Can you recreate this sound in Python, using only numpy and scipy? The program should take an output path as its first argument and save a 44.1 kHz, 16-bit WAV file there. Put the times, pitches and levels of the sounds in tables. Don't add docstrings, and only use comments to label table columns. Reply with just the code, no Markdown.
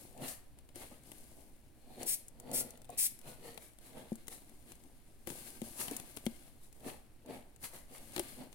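import sys
import numpy as np
from scipy import signal
from scipy.fft import rfft, irfft, next_fast_len
from scipy.io import wavfile
from scipy.ndimage import map_coordinates

SR = 44100
rng = np.random.default_rng(int(sys.argv[2]) if len(sys.argv) > 2 else 0)


def master(y):
    cut = np.clip(np.atleast_2d(y).T, -1, 1)
    pcm = np.round(cut * 32767)
    wavfile.write(sys.argv[1], SR, pcm.astype(np.int16))


N = 376989

# start_s, thud_db, pitch_hz, click_db, low_re_click_db
BLOWS = [(0.22, -40, 140, -48, -6), (0.7583, -44, 353, -39.5, -13), (2.892, -36.5, 716, -51, -7),
         (3.576, -47.5, 665, -38.5, -4.5), (4.118, -27.5, 223, -55, -8), (5.2724, -34, 343, -31.5, -10),
         (5.3018, -38, 172, -35.5, -6.5), (5.318, -41.5, 339, -46, -5), (5.617, -29, 227, -38, -8),
         (5.912, -30, 286, -33, -14), (6.171, -48, 297, -35, -5), (6.2646, -23.5, 227, -31.5, -3.5),
         (6.862, -34.5, 258, -56, -6), (7.288, -42, 256, -67, -6), (8.163, -34, 350, -29, -3.5),
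         (8.1795, -32, 350, -35, -1), (8.195, -32.5, 364, -24, -7.5)]
# frequency_hz, density_db
STRAND_SPECTRUM = [(2500, -26), (4800, -10), (6500, -7.5), (8000, -4), (9300, -0.5), (11200, -1.5),
                   (12500, -5), (16000, -16.5)]


def combing(body_db=0.5, rasp_db=-6, rustle_db=-8, run_out=0.084, teeth_lag=0.88, teeth_bite=0.13):
    # peak_s, length_s, level_db, brightness_db
    pulls = [(0.14, 0.12, -61, -9), (0.234, 0.069, -46.5, -1.5), (0.282, 0.069, -48, 6.5),
             (0.817, 0.04, -51.5, -1), (0.922, 0.049, -60, -3.5), (1.39, 0.046, -73, -11),
             (1.92, 0.23, -62.5, -2.5), (2.012, 0.073, -48, -3.5), (2.53, 0.19, -51.5, -6.5),
             (2.925, 0.087, -57, -5), (3.278, 0.09, -51.5, -1), (3.459, 0.12, -53, -1.5),
             (3.625, 0.087, -60, 4), (3.86, 0.058, -60.5, 3), (3.972, 0.11, -54.5, -5),
             (4.32, 0.068, -54.5, 5.5), (4.695, 0.06, -59.5, 0.5), (5.806, 0.069, -44, 6.5),
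             (5.915, 0.12, -50.5, 0), (6.634, 0.066, -66.5, 6), (6.872, 0.075, -46.5, -2),
             (7.3, 0.073, -53, -7), (7.34, 0.087, -54, -4.5), (7.642, 0.04, -46.5, 5.5),
             (7.745, 0.08, -54, 2), (7.94, 0.11, -55.5, 1), (8.407, 0.063, -54, -7)]
    # centre_hz, width_hz, level_db
    brush_modes = [(130.4, 22, 1), (250.3, 23.2, 5.5), (371, 42, -1.5), (471.7, 31.5, 2), (610, 147, -2.5),
                   (725, 54, 2), (852, 100, -5.5)]
    teeth_modes = [(1008, 460, -1), (1285, 43, 2.5), (1655, 123, -1), (2160, 115, 3), (2856, 62, 1.5),
                   (3286, 330, -4.5), (4176, 230, 5)]
    # frequency_hz, density_db
    scalp_spectrum = [(400, -11), (1000, -1.5), (2500, 8), (4500, 3), (8000, -48)]
    out, n = np.zeros((2, N)), SR // 2
    t = np.arange(n) / SR - .2
    for peak, length, db, bright_db in pulls:
        lag = run_out * length
        tugs, catches, hairs = slips(700, 2.4, .5, n), slips(500, 2.7, .7, n), slips(5000, 2.8, 1.2, n)
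        brush = resonated(tugs, regripped(brush_modes, detune=0.016, scatter_db=2.0))
        teeth = resonated(catches, regripped(teeth_modes, detune=0.067, scatter_db=3.0))
        drone = placed(brush, alike=0.71, left_db=1.2)
        rasp = placed(teeth, alike=0.073, left_db=2.0)
        rustle = placed(coloured(slips(600, 5.7, 1.0, n), scalp_spectrum), alike=0.1, left_db=0.5)
        fizz = placed(coloured(hairs, STRAND_SPECTRUM), alike=0.05, left_db=5.0)
        scrape = amp(rasp_db) * rasp + amp(rustle_db) * rustle
        pull = amp(db + body_db - bright_db) * swell(t, length) * drone
        pull += amp(db + teeth_bite * bright_db) * swell(t - teeth_lag * lag, length) * scrape
        pull += amp(db + bright_db) * swell(t - lag, length) * fizz
        add(out, peak + t[0], pull)
    return out


def swell(t, length, rise_share=0.36, roundness=1.114):
    width = length * np.where(t < 0, rise_share, 1 - rise_share)
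    return np.exp(-np.abs(t / width) ** roundness)


def slips(per_second, spread_db, smooth, size=N):
    slipping = rng.random(size) < per_second / SR
    jolts = slipping * amp(spread_db * np.minimum(rng.exponential(size=size), 3))
    return unit(unit(jolts * rng.standard_normal((3, size))) + smooth * rng.standard_normal((3, size)))


def regripped(modes, detune, scatter_db):
    return [(hz * np.exp(detune * rng.normal()), width, db + scatter_db * rng.normal())
            for hz, width, db in modes]


def spray(shutoff_s=0.01, sag_db=2):
    # start_s, rise_s, length_s, level_db
    squirts = [(2.056, 0.031, 0.09, -32.5), (2.526, 0.022, 0.086, -33), (2.972, 0.02, 0.095, -30)]
    # frequency_hz, density_db
    mist_spectrum = [(500, -36), (1200, -37), (1700, -24), (2300, -17), (3100, -19.5), (4600, -15),
                     (5300, -10.5), (6400, -12.5), (7500, -7.5), (9200, -3), (11300, -2), (12300, -3.5),
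                     (16000, -14.5)]
    t, flow = np.arange(SR // 4) / SR, np.zeros(N)
    for start, rise, length, db in squirts:
        opening = np.clip(t / rise, 0, 1) * np.exp(-np.maximum(t - length, 0) / shutoff_s)
        add(flow, start, opening * amp(db + sag_db * (.5 - t / length)))
    jet = placed(noise(mist_spectrum), alike=0.71, left_db=4.0) * amp(0.42 * wobble(200))
    return mirrored(flow * sideways(jet, lag_s=0.00012), delay_s=0.0009, share=0.066)


def ticks(ring_t60=0.022, crack_t60=0.0018, ping_t60=0.023, ping_hz=2600, ping_spread=.17,
          crack_db=1, ring_db=-5, low_db=4, ping_db=-8):
    # frequency_hz, density_db
    bright_spectrum = [(1500, -16), (4500, -16), (7000, 2), (9200, 5.5), (11500, 1.5), (16000, -11)]
    low_spectrum = [(300, -1), (900, -5), (1400, -13.5), (2200, -8), (3000, -8.5), (4000, -9), (5500, -17),
                    (9000, -32)]
    t = np.arange(SR // 20) / SR
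    bright, low, ping = np.zeros((3, N))
    ring = amp(-60 * t / ring_t60) * (1 - np.exp(-t / .0004))
    crack = amp(-60 * t / crack_t60)
    for start, db, low_share_db in snap_events():
        add(bright, start, amp(db + crack_db) * crack + amp(db + ring_db) * ring)
        add(low, start, amp(db + low_share_db + low_db) * ring)
        tooth_hz = ping_hz * np.exp(ping_spread * rng.normal())
        ping_decay = amp(db + low_share_db + ping_db - 60 * t / ping_t60)
        add(ping, start, ping_decay * np.sin(2 * np.pi * tooth_hz * t))
    snaps = bright * noise(bright_spectrum) + low * noise(low_spectrum) + ping
    return mirrored(placed(snaps, alike=0.31, left_db=9.5), delay_s=.0014, share=0.12)


def snap_events(strays_per_s=2.5, stray_db=-49.5, stray_low_db=-11.5, spread_db=2.5):
    # start_s, level_db, low_re_click_db
    plastic_snaps = [(0.69, -52.5, -4.5), (1.036, -50, -20), (1.1172, -39.5, -8.5), (2.0312, -30.5, -30),
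                     (2.283, -39, -37), (2.4, -40.5, -20), (2.515, -35, -31), (2.7066, -39, -31),
                     (2.7546, -65, 4.5), (2.8452, -52, -7.5), (2.9024, -42, -23), (3.1901, -42.5, -17),
                     (4.156, -39.5, -24), (4.271, -44, -15), (4.2815, -33, -10), (4.7197, -39.5, -11.5),
                     (5.291, -37, -14), (5.882, -35, -2.5), (5.966, -25, -35), (5.9992, -36.5, -8.5),
                     (6.166, -35.5, -39), (6.256, -37, -23), (8.5283, -47, -4)]
    clicks = [(start, db, low_db) for start, _, _, db, low_db in BLOWS]
    gap, size, colour = rng.standard_normal((200, 3)).T
    times = np.cumsum(np.exp(gap - .5) / strays_per_s)
    strays = zip(times, stray_db + spread_db * size, stray_low_db + spread_db * colour)
    return list(plastic_snaps) + clicks + list(strays)


def knocks(level_db=2, attack_s=0.00065, give_s=0.0011, soft_hz=900, left_db=5):
    # pitch_ratio, level_db, t60_s
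    modes = [(1.002, -2, 0.063), (1.5, -6, 0.037), (2.2, -8.5, .022), (3, -20, 0.018)]
    t, thuds = np.arange(SR // 6) / SR, np.zeros(N)
    for start, db, hz, _, _ in BLOWS:
        ring = sum(amp(mode_db + rng.normal() - 60 * t / t60) * np.sin(2 * np.pi * hz * ratio * t)
                   for ratio, mode_db, t60 in modes)
        add(thuds, start + give_s, -amp(db + level_db) * ring * (1 - np.exp(-t / attack_s)))
    thin = signal.sosfilt(signal.butter(2, 150, "highpass", fs=SR, output="sos"), thuds)
    soft = signal.sosfilt(signal.butter(4, soft_hz, fs=SR, output="sos"), thin)
    return soft * amp([[left_db / 2], [-left_db / 2]])


def sliding(cloth_db=-56, rub_db=-58.5, fizz_db=-51, cloth_growth=0.68, rub_growth=0.93):
    # frequency_hz, density_db
    bedding_spectrum = [(60, -10), (125, 0.5), (165, -9.5), (225, 3), (350, -1.5), (430, -7), (550, -5),
                        (750, -6.5), (1000, -13), (2000, -59)]
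    # centre_hz, width_hz, level_db
    plastic_modes = [(1174, 43, 4.5), (1575, 160, 2.5), (2157, 270, 3), (2800, 590, 2), (3540, 780, 1),
                     (4270, 255, 4.5), (4940, 120, 4)]
    unsteady_db = wobble(40)
    touch = touch_db(on_plastic=False) + unsteady_db
    grip = touch_db(on_plastic=True) + unsteady_db
    folds, skin, hairs = slips(300, 3, 1.0), slips(700, 4.5, 1.66), slips(2000, 5, 1.4)
    cloth = placed(coloured(folds, bedding_spectrum), alike=1.0, left_db=3) * amp(0.48 * wobble(14))
    rub = placed(resonated(skin, plastic_modes), alike=0.14, left_db=3.0) * amp(0.71 * wobble(21))
    fizz = placed(coloured(hairs, STRAND_SPECTRUM), alike=0.028, left_db=6.5)
    return (amp(cloth_db + cloth_growth * touch) * cloth
            + amp(rub_db + rub_growth * grip) * rub
            + amp(fizz_db + touch) * mirrored(fizz, delay_s=0.0023, share=0.11))


def touch_db(on_plastic, attack_s=0.024, release_s=.11, sag_db_per_s=9, rest_db=-73.5, firm_db=-50.5):
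    # start_s, length_s, level_db, extra_on_plastic_db
    slides = [(-0.03, 0.037, -55, -3), (0.742, 0.057, -53, 1.5), (1.039, 0.4, -60.5, -2.5),
              (3.793, 0.4, -64, 2.5), (4.306, 1, -64.5, -1.5), (5.261, 0.25, -50, -1),
              (5.622, 0.32, -51.5, -3), (6.042, 0.41, -58.5, 0.5), (6.74, 0.22, -67, -5),
              (7.996, 0.12, -58.5, 1), (8.12, 0.2, -52, 2.5)]
    t, power = np.arange(N) / SR, amp(rest_db) ** 2
    for start, length, db, plastic_db in slides:
        age = t - start
        gate = np.clip(age / attack_s, 0, 1) * np.exp(-np.maximum(age - length, 0) / release_s)
        sag_db = sag_db_per_s * np.clip(age, 0, length)
        power = power + (gate * amp(db + on_plastic * plastic_db - sag_db)) ** 2
    return 10 * np.log10(power) - firm_db


def bedroom(x):
    # frequency_hz, t60_s
    decay_times = [(150, 0.2), (1000, 0.75), (5000, 0.37), (10000, 0.35), (16000, 0.2)]
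    hz, t, spectra = signal.stft(rng.standard_normal((2, SR // 2)), SR, nperseg=256)
    decay = amp(-60 * t / along(decay_times, hz)[:, None])
    tail = signal.istft(spectra * decay, SR, nperseg=256)[1]
    response = np.pad(tail / np.linalg.norm(tail[0]), ((0, 0), (SR // 200, 0)))
    return signal.fftconvolve(x, response, axes=1)[:, :N]


def room_tone(level_db=-58):
    # frequency_hz, density_db
    floor_spectrum = [(4, 7), (12, 10), (25, -1.5), (45, -9), (62, -0.5), (85, -13), (125, -7), (170, -15),
                      (300, -14.5), (700, -33), (2000, -32.5), (8000, -44)]
    return amp(level_db) * placed(noise(floor_spectrum), alike=0.57, left_db=0)


def resonated(x, modes):
    def response(f):
        bank = sum((-1) ** k * amp(db) * 1j * f * width / (hz * hz - f * f + 1j * f * width)
                   for k, (hz, width, db) in enumerate(modes))
        highpass = 1j * f / (1j * f + modes[0][0] / 2)
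        return bank * highpass / (1 + (f / (1.08 * modes[-1][0])) ** 4)
    return unit(filtered(x, response))


def placed(three, alike, left_db):
    gains = unit(amp([[left_db / 2], [-left_db / 2]]))
    return gains * (np.sqrt(alike) * three[0] + np.sqrt(1 - alike) * three[1:])


def sideways(x, lag_s):
    return filtered(x, lambda hz: np.exp(-1j * np.pi * hz * np.array([[lag_s], [-lag_s]])))


def mirrored(x, delay_s, share):
    return filtered(x, lambda hz: (1 + share * np.exp(-2j * np.pi * hz * delay_s)) / np.hypot(1, share))


def noise(spectrum):
    return coloured(rng.standard_normal((3, N)), spectrum)


def coloured(x, spectrum):
    return unit(filtered(x, lambda hz: amp(along(spectrum, hz))))


def filtered(x, response):
    n = x.shape[-1]
    padded = next_fast_len(n + SR // 8)
    return irfft(rfft(x, padded) * response(np.fft.rfftfreq(padded, 1 / SR)), padded)[..., :n]


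def wobble(rate):
    return map_coordinates(rng.standard_normal(int(N * rate / SR) + 4), [np.arange(N) * rate / SR])


def along(points, hz):
    frequencies, values = np.transpose(points)
    return np.interp(np.log(hz + 1), np.log(frequencies + 1), values)


def add(track, start_s, sound):
    part = track[..., max(round(start_s * SR), 0):][..., :sound.shape[-1]]
    part += sound[..., :part.shape[-1]]


def amp(db):
    return 10 ** (np.asarray(db) / 20)


def unit(x):
    return x / np.sqrt(np.mean(x ** 2) + 1e-20)


def scene(hands_wet_db=-18, comb_wet_db=-13, spray_wet_db=-13):
    hands = sideways(sliding() + ticks() + knocks(), lag_s=-0.000208)
    comb, mist = combing(), spray()
    echo = bedroom(amp(hands_wet_db) * hands + amp(comb_wet_db) * comb + amp(spray_wet_db) * mist)
    return hands + comb + mist + echo + room_tone()


def record(dry, top_hz=16000):
    # frequency_hz, left_minus_right_db
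    imbalance = [(9000, -0.5), (11000, 0.5), (13000, 0.5), (16000, 11.5)]
    sides = np.array([[.5], [-.5]])
    return filtered(dry, lambda hz: amp(along(imbalance, hz) * sides) * (hz < top_hz))


dry = scene()
out = record(dry)
master(out)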